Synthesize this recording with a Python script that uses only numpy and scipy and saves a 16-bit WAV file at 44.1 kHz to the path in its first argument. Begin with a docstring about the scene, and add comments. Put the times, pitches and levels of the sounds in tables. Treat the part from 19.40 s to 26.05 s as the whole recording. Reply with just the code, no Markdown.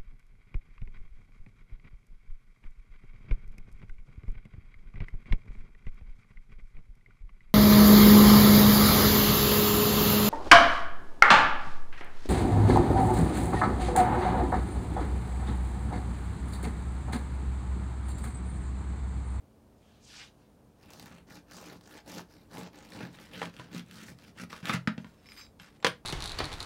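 """A small quiet kitchen, heard close up: a serrated knife saws a crusty loaf on a wooden board.
A hand slides onto the crust, teeth tear it stroke by stroke and shake loaf and board, the slice drops,
the steel blade is dragged off ringing faintly and is laid down with a knock.
Tearing and sliding are shaped noise under movement envelopes; blows excite decaying modes.
A short room tail, air noise and faint appliance tones lie behind."""
import sys
import numpy as np
from scipy import signal
from scipy.fft import rfft, irfft
from scipy.io import wavfile
from scipy.ndimage import uniform_filter1d

SR = 44100
rng = np.random.default_rng(int(sys.argv[2]) if len(sys.argv) > 2 else 0)


def wav_out(sig):
    """Save sig, one row per channel (or a flat mono array), as 16-bit PCM at SR to the path in sys.argv[1]."""
    wavfile.write(sys.argv[1], SR, np.round(np.clip(np.atleast_2d(sig).T, -1, 1) * 32767).astype(np.int16))


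N = 293265

# saw strokes: t/s, length/s, fastest point/share of length, rasp level/dB, board drive level/dB
STROKES = [(1.347, 0.5, 0.66, -61.5, -57), (1.862, 0.16, 0.5, -58, -51), (2.059, 0.34, 0.56, -55, -54),
           (2.4, 0.22, 0.79, -60.5, -67), (2.64, 0.2, 0.66, -50.5, -48.5), (2.854, 0.28, 0.35, -71.5, -68),
           (3.08, 0.22, 0.62, -54.5, -44.5), (3.317, 0.27, 0.17, -62.5, -58),
           (3.484, 0.23, 0.55, -52.5, -41), (3.684, 0.29, 0.29, -62, -61.5),
           (3.897, 0.23, 0.39, -50, -43.5), (4.119, 0.23, 0.16, -58, -53), (4.304, 0.13, 0.27, -49, -40),
           (4.443, 0.32, 0.68, -57, -49), (4.756, 0.17, 0.65, -61, -55), (4.94, 0.12, 0.71, -51.5, -46),
           (5.088, 0.14, 0.3, -53, -58.5), (5.224, 0.16, 0.62, -36.5, -37)]
# cut sinking from top crust to board: t/s, crust hiss level/dB re rasp, loaf level/dB re rasp
CUT_DEPTH = [(1.4, -4.5, 1.5), (2.7, 0.5, 3.5), (3.1, -4, 5.5), (3.7, -4.5, 0), (4.1, -9.5, -3.5),
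             (4.5, -1, -7), (5.2, -8, -7.5)]
# torn crust, spectral density: f/Hz, level/dB
RASP_TONE = [(900, -13.5), (1320, 5), (1600, 6), (2200, 3), (2800, 2.5), (3700, -2.5), (6000, -13.5)]
# crust hiss, also the tick in knocks(), spectral density: f/Hz, level/dB
HISS_TONE = [(4200, 0.5), (5500, 0), (8600, -6.5), (10500, -9.5), (15700, -12)]
# broad modes of the loaf: f/Hz, relative level/dB
LOAF_MODES = [(300, 12.5), (400, 7), (480, 4), (630, 6.5), (830, 8.5), (1000, -4)]
LOAF_T60_S = 0.015
TEETH_MEAN_HZ = 63.34
HOLD = 1.176  # envelope overshoot, clipped flat: full pressure is reached early and held
PUSH_LAG = 0.14  # hardest push after the fastest point, share of length
REF_STROKE_DB = -55  # stroke level at which hiss has its listed share
HISS_FALL_DB_PER_DB = 0.19  # hiss lost re rasp per dB of stroke over REF_STROKE_DB


def saw():
    """Teeth bite some 60 times a second, unevenly; every bite tears crust and pushes loaf and board."""
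    start_s, _, peak, rasp_db, board_db = np.transpose(STROKES)
    cut_s, cut_hiss_db, cut_loaf_db = np.transpose(CUT_DEPTH)
    hiss_db = np.interp(start_s, cut_s, cut_hiss_db) - HISS_FALL_DB_PER_DB * (rasp_db - REF_STROKE_DB)
    loaf_db = np.interp(start_s, cut_s, cut_loaf_db)

    phase = np.cumsum(TEETH_MEAN_HZ * (1 + 0.3 * walk(15)) / SR) % 1
    teeth = 1 + 1.3 * np.exp(-phase / 0.2) * undb(2.5 * walk(45))
    teeth = teeth * undb(2 * walk(70))  # crumbs tear in clumps

    def tearing():
        """Tooth-modulated noise with fresh grains on each call."""
        return unit(teeth * grit(2200, 3, 0.0013)) * rng.standard_normal(N)

    crumb = tearing()
    loaf = high(sum(undb(db) * ring(crumb, hz, LOAF_T60_S) for hz, db in LOAF_MODES), 270)
    crust = mottle(colour(tearing(), RASP_TONE))
    hiss = mottle(colour(tearing(), HISS_TONE))
    layers = (crust, rasp_db), (hiss, rasp_db + hiss_db), (loaf, rasp_db + loaf_db)
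    rasp = sum(moves(STROKES, peak, db, 1.19, HOLD) * unit(x) for x, db in layers)

    # the board goes on ringing after each push
    shove = tearing()
    shaking = moves(STROKES, peak + PUSH_LAG, board_db, 1.06) * shove
    return rasp, board(shaking, shaking) / np.std(board(shove, shove))


# crust cracks and teeth catching: t/s, impulse level/dB
CRACKS = [(1.4301, -51.5), (1.4585, -52), (1.505, -41), (1.521, -48), (1.5347, -38.5), (1.5969, -36.5),
          (1.6268, -44), (1.659, -41.5), (1.9, -49), (2.112, -45), (2.4109, -48), (3.114, -52),
          (3.459, -50), (3.504, -44), (4.0564, -36), (4.14, -48), (4.166, -42.5), (4.189, -44),
          (4.348, -40), (4.395, -37.5), (4.5113, -38), (4.6121, -41.5), (4.788, -48), (4.84, -49.5),
          (5.2554, -28.5), (5.27, -33.5)]
DEEP_S = 3.7  # from here cracks come from inside the cut, duller


def cracks():
    """Single snaps of the crust that crumble on for a moment."""
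    _, db = np.transpose(CRACKS)
    impulses = blows(CRACKS, db)
    snaps = burst(impulses, 0.0007) + undb(-13) * burst(impulses, 0.005, 0)
    deep = np.arange(N) > DEEP_S * SR
    top_tone = [(700, 10.5), (1500, -0.5), (5000, 4), (9000, -7.0), (15700, -5.5)]
    deep_tone = [(1200, -2.5), (3500, -0.5), (6000, -11.5), (15700, -23)]
    return colour(snaps * ~deep, top_tone) + colour(snaps * deep, deep_tone)


# blows by knife and slice: t/s, wood crack level/dB, edge level/dB re crack, hollow level/dB re crack,
# low board mode drive level/dB, upper board mode drive level/dB
KNOCKS = [(4.017, -23.5, -15, -2.5, -49, -57), (4.028, -29, -4, -4, -47, -53),
          (4.197, -44, 3.5, 9, -47.5, -52), (5.129, -31.5, -5.5, -3.5, -58, -40),
          (5.228, -45, 2, -8, -36, -39), (5.295, -13, -15, -13, -37, -20),
          (5.341, -29, -12, 2.5, -24.5, -39), (5.474, -17, -6, -9, -30.5, -13.5),
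          (5.579, -34, -5.5, -1.5, -37, -25), (5.645, -41.5, -7, 2.5, -43.5, -34.5),
          (6.198, -39.5, 0.5, -27, -50.5, -69), (6.427, -35, -2.5, -5.5, -64, -65),
          (6.446, -13, 3.5, 1, -32.5, -31), (6.4663, -24.5, 9, 4, -31.5, -46),
          (6.470, -32, -3, 1, -64, -45)]
# wood crack, spectral density: f/Hz, level/dB
CRACK_TONE = [(800, -1), (1100, 3), (1500, 6), (2300, -1), (3600, -8.5)]
# bright edge of a blow, spectral density: f/Hz, level/dB
EDGE_TONE = [(1800, 0), (3000, 2), (4500, -4.5), (7000, -14)]
# hollow modes of the board: f/Hz, relative level/dB
HOLLOW_MODES = [(362, -16.5), (412, -13.5), (478, -8.5), (625, -11.5), (780, -17.5), (985, -13)]
HOLLOW_T60_S = 0.048
TICK_RE_EDGE_DB = -24


def knocks():
    """A crack of wood that rattles on, a sharper tick, and the board's modes pushed for a few milliseconds."""
    _, crack_db, edge_re_db, hollow_re_db, low_db, upper_db = np.transpose(KNOCKS)
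    edge_db = crack_db + edge_re_db
    layers = (crack_db, CRACK_TONE), (edge_db, EDGE_TONE), (edge_db + TICK_RE_EDGE_DB, HISS_TONE)
    crack = sum(colour(rattle(blows(KNOCKS, db)), tone) for db, tone in layers)

    # every blow lands elsewhere and wakes the hollow modes unevenly
    uneven = rng.standard_normal((len(KNOCKS), len(HOLLOW_MODES))).T
    hollow = 0
    for (hz, db), u in zip(HOLLOW_MODES, uneven):
        hollow = hollow + ring(blows(KNOCKS, crack_db + hollow_re_db + db + 3.8 * u), hz, HOLLOW_T60_S)

    push = signal.windows.hann(int(0.004 * SR))
    push = push / push.sum()
    low, upper = (np.convolve(blows(KNOCKS, db), push)[:N] for db in (low_db, upper_db))
    return crack + high(hollow, 380), board(low, upper)


def rattle(x):
    """A short and a longer noise burst after each impulse."""
    return undb(-5.5) * burst(x, 0.0026, 0.13) + undb(-15) * burst(x, 0.0098, 0)


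# board modes: f/Hz, relative level/dB, t60/s
BOARD_MODES = [(103.7, -14, 0.32), (131.6, -6.5, 0.35), (175.5, 4, 0.21), (217, -4, 0.16),
               (244, -9.5, 0.15), (265, -15, 0.18)]


def board(low, upper):
    """The board on its worktop radiates little deep bass; low and upper modes have separate drives."""
    modes = sum(undb(db) * ring(low if hz < 200 else upper, hz, t60_s) for hz, db, t60_s in BOARD_MODES)
    return high(modes, 123)


# hand slides on crust: t/s, length/s, nominal fastest point/share of length, skin level/dB
HAND = [(0.357, 0.54, 0.21, -70.5), (0.602, 0.32, 0.61, -48.5), (.93, 0.22, 0.38, -74)]
# skin on crust, spectral density: f/Hz, level/dB
SKIN_TONE = [(410, -43), (700, -10.5), (2750, 0), (4190, -3), (6500, -12), (15500, -40)]
# first light contact, spectral density: f/Hz, level/dB
FINGERTIP_TONE = [(2000, -24), (4800, 2), (7000, -2), (12000, -19)]


def hand():
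    """Fingertips graze dry crust, then the palm settles: a gritty hiss that darkens as it swells."""
    _, _, peak, db = np.transpose(HAND)
    palm = moves(HAND, peak + 0.038, db, 2.66) * sliding(SKIN_TONE)
    fingertips = moves(HAND, peak - 0.25, db - 10, 1.1) * sliding(FINGERTIP_TONE)
    return palm + fingertips


def sliding(tone):
    """Dense small ruptures as coloured, mottled noise."""
    return unit(mottle(colour(grit(3600, 1.1, 0.0034) * rng.standard_normal(N), tone)))


# blade dragged over wood: t/s, length/s, fastest point/share of length, scrape level/dB, ring level/dB re scrape
DRAG = [(5.582, 0.2, 0.16, -66.5, -6.5), (5.762, 0.074, 0.49, -71, -8), (5.817, 0.13, 1, -63, 0.5),
        (5.941, 0.13, 0.31, -58, 0.5), (6.191, 0.13, 0.066, -57.5, -15), (6.31, 0.063, 0.93, -65, -27)]
# blade flat on wood, spectral density: f/Hz, level/dB
SCRAPE_TONE = [(900, -1), (1400, 2.5), (2300, 1.5), (4500, -5), (9000, -14.5), (15700, -40)]


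def drag():
    """The flat of the blade scrapes the wood; its modes come and go as the contact moves."""
    _, _, peak, db, ring_re_db = np.transpose(DRAG)
    grain = grit(900, 3, 0.0015)
    drives = []
    for hz in BLADE_HZ:
        drive_db = 5.2 * walk(15) - 8.2 * abs(np.log2(hz / 4900))  # fainter away from 4900 Hz
        drives.append(grain * undb(drive_db) * rng.standard_normal(N))
    contact = moves(DRAG, peak, db + ring_re_db, 1.0)
    rings = steel(contact * x for x in drives) / np.std(steel(drives))
    scrape = unit(colour(grain * rng.standard_normal(N), SCRAPE_TONE))
    return moves(DRAG, peak, db, 0.8) * scrape + rings


# free blade touches wood: t/s, tick level/dB, ring drive level/dB, centre of woken modes f/Hz
TOUCHES = [(5.976, -62, -53, 4970), (5.858, -49.5, -69, 5300), (5.867, -54, -59, 5330),
           (5.888, -49, -59, 5330), (5.9195, -43, -52, 4900), (5.93, -62, -59, 8974),
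           (5.972, -51, -62, 12100), (5.993, -62, -47, 4720), (6.009, -62, -53, 3890),
           (6.011, -50, -50, 4970), (6.013, -58, -53, 6160), (6.065, -55.5, -70, 7550),
           (6.216, -52, -62, 11600), (6.402, -61, -68, 7550), (6.447, -40, -57, 12950),
           (6.467, -47, -32, 8843)]
# blade tip on wood, spectral density: f/Hz, level/dB
TAP_TONE = [(1400, -2), (2400, 2), (4000, -8.5), (9000, -20)]


def touches():
    """A woody tick, and the steel modes nearest to each touch's centre."""
    _, tick_db, ring_db, centre_hz = np.transpose(TOUCHES)
    uneven = rng.standard_normal((len(TOUCHES), len(BLADE_HZ))).T
    drives = []
    for hz, u in zip(BLADE_HZ, uneven):
        octaves_away = np.abs(np.log2(hz / centre_hz))
        away_db = 32 * np.maximum(octaves_away - 0.02, 0) ** 0.25
        drives.append(blows(TOUCHES, ring_db - away_db + 2 * u))
    return colour(burst(blows(TOUCHES, tick_db), 0.0032), TAP_TONE) + steel(drives)


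# steel blade modes: f/Hz
BLADE_HZ = [3890, 4720, 4970, 5330, 6160, 7550, 8974, 10400, 11600, 12100, 12950, 13500, 13800, 15000,
            15700]
BLADE_T60_S = 0.105


def steel(drives):
    """Blade modes, each with its own drive."""
    return sum(ring(x, hz, BLADE_T60_S) for x, hz in zip(drives, BLADE_HZ))


ROOM_T60_S, ROOM_DB = 0.18, -10


def room(near):
    """Decaying noise tail; walls and air swallow some treble."""
    t = np.arange(SR // 3) / SR
    tail = rng.standard_normal(len(t)) * np.exp(-np.log(1000) * t / ROOM_T60_S) * (t > 0.003)
    tail = tail / np.sqrt(np.sum(tail ** 2))
    wet = signal.fftconvolve(near, tail)[:N]
    return undb(ROOM_DB) * colour(wet, [(200, 1.5), (4000, -4), (16000, -9)])


# air noise, spectral density: f/Hz, level/dB
AIR_TONE = [(25, -18), (45, -8), (75, -4.5), (184, -10), (216, -5.5), (261, -11), (299, -14.5), (460, -14),
            (950, -22.5), (2000, -35), (7800, -41.5), (15700, -44)]
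# appliance tones: f/Hz, nominal rms level/dB
HUM = [(217, -73), (293, -72.5), (9555, -91.5)]
AIR_RMS_DB = -60


def kitchen():
    """Steady air noise and faint appliance tones that waver in level and phase."""
    t = np.arange(N) / SR
    hum = 0
    for hz, db in HUM:
        level = undb(db + 2 * walk(26)) * np.sqrt(2)
        hum = hum + level * np.sin(2 * np.pi * hz * t + 1.1 * walk(9.7))
    return undb(AIR_RMS_DB) * unit(colour(rng.standard_normal(N), AIR_TONE)) + hum


def moves(table, peak, db, sharp, hold=1):
    """Envelope of movements that speed up from rest, are fastest at share peak of their length and stop."""
    out = np.zeros(N)
    for (start_s, length_s, *_), p, gain in zip(table, peak, undb(db)):
        u = np.arange(int(length_s * SR)) / (length_s * SR)
        warped = np.interp(u, [0, np.clip(p, 0.05, 0.95), 1], [0, 0.5, 1])
        speed = np.minimum(hold * np.sin(np.pi * warped) ** sharp, 1)
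        out[int(start_s * SR):][:len(u)] += gain * speed
    return out


def grit(rate_hz, spread_db, tail_s):
    """Envelope of many small ruptures of uneven but bounded size, decaying with time constant tail_s."""
    size_db = spread_db * np.minimum(rng.exponential(size=N), 3.5)
    size = (rng.random(N) < rate_hz / SR) * undb(size_db)
    return unit(signal.lfilter([1], [1, -np.exp(-1 / (tail_s * SR))], size))


def mottle(x):
    """Patches of the spectrum wax and wane a little as other bits of crust resonate."""
    edges_hz = 900 * 2 ** np.arange(0, 4.2, 1 / 3)
    bands = (signal.lfilter(*signal.butter(1, [lo, hi], "band", fs=SR), x)
             for lo, hi in zip(edges_hz, edges_hz[1:]))
    return x + sum(0.45 * walk(25) * band for band in bands)


def walk(rate_hz):
    """Random levels held 1 / rate_hz s and slewed."""
    k = int(SR / rate_hz)
    return uniform_filter1d(np.repeat(rng.standard_normal(N // k + 1), k), k)[:N]


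def blows(table, db):
    """An impulse at each row's time."""
    x = np.zeros(N)
    x[(np.array(table)[:, 0] * SR).astype(int)] = undb(db)
    return x


def burst(x, tail_s, snap=0.45):
    """A snap at each impulse, then noise that dies away."""
    tail = signal.lfilter([1], [1, -np.exp(-1 / (tail_s * SR))], x)
    return snap * x + tail * rng.standard_normal(N)


def ring(x, hz, t60_s):
    """One decaying mode; a unit impulse rings with peak near 1."""
    pole = np.exp(2j * np.pi * hz / SR - np.log(1000) / (t60_s * SR))
    return signal.lfilter([1], [1, -pole], x).imag


def colour(x, points):
    """Causal unit-energy filter shaped by (f/Hz, level/dB) points, from the cepstrum."""
    hz, db = np.transpose(points)
    f = np.maximum(np.fft.rfftfreq(8192, 1 / SR), 1)
    octaves_beyond = np.maximum(np.log2(hz[0] / f), 0) + np.maximum(np.log2(f / hz[-1]), 0)
    gain_db = np.interp(np.log(f), np.log(hz), db) - 24 * octaves_beyond
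    c = irfft(np.log(undb(np.maximum(gain_db, -120))))
    c[1:4096] *= 2  # fold to minimum phase
    c[4097:] = 0
    h = irfft(np.exp(rfft(c)))[:4096]
    return signal.fftconvolve(x, h / np.sqrt(np.sum(h ** 2)))[:len(x)]


def high(x, hz):
    """Third-order high-pass."""
    return signal.sosfilt(signal.butter(3, hz, "high", fs=SR, output="sos"), x)


def undb(db):
    """dB to amplitude."""
    return 10 ** (np.asarray(db) / 20)


def unit(x):
    """Scale to rms 1."""
    return x / np.sqrt(np.mean(x ** 2))


def scene():
    """Near sounds and their room tail, board modes and kitchen background, summed to one channel."""
    rasp, shaken = saw()
    hits, struck = knocks()
    near = hand() + rasp + drag() + cracks() + touches() + hits
    return (near + room(near) + shaken + struck + kitchen())[None]


TOP_HZ = 15800


def record(dry):
    """Steep low-pass: the recorder cuts the top."""
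    return signal.sosfilt(signal.ellip(10, 0.2, 70, TOP_HZ, fs=SR, output="sos"), dry)


dry = scene()
out = record(dry)
wav_out(out)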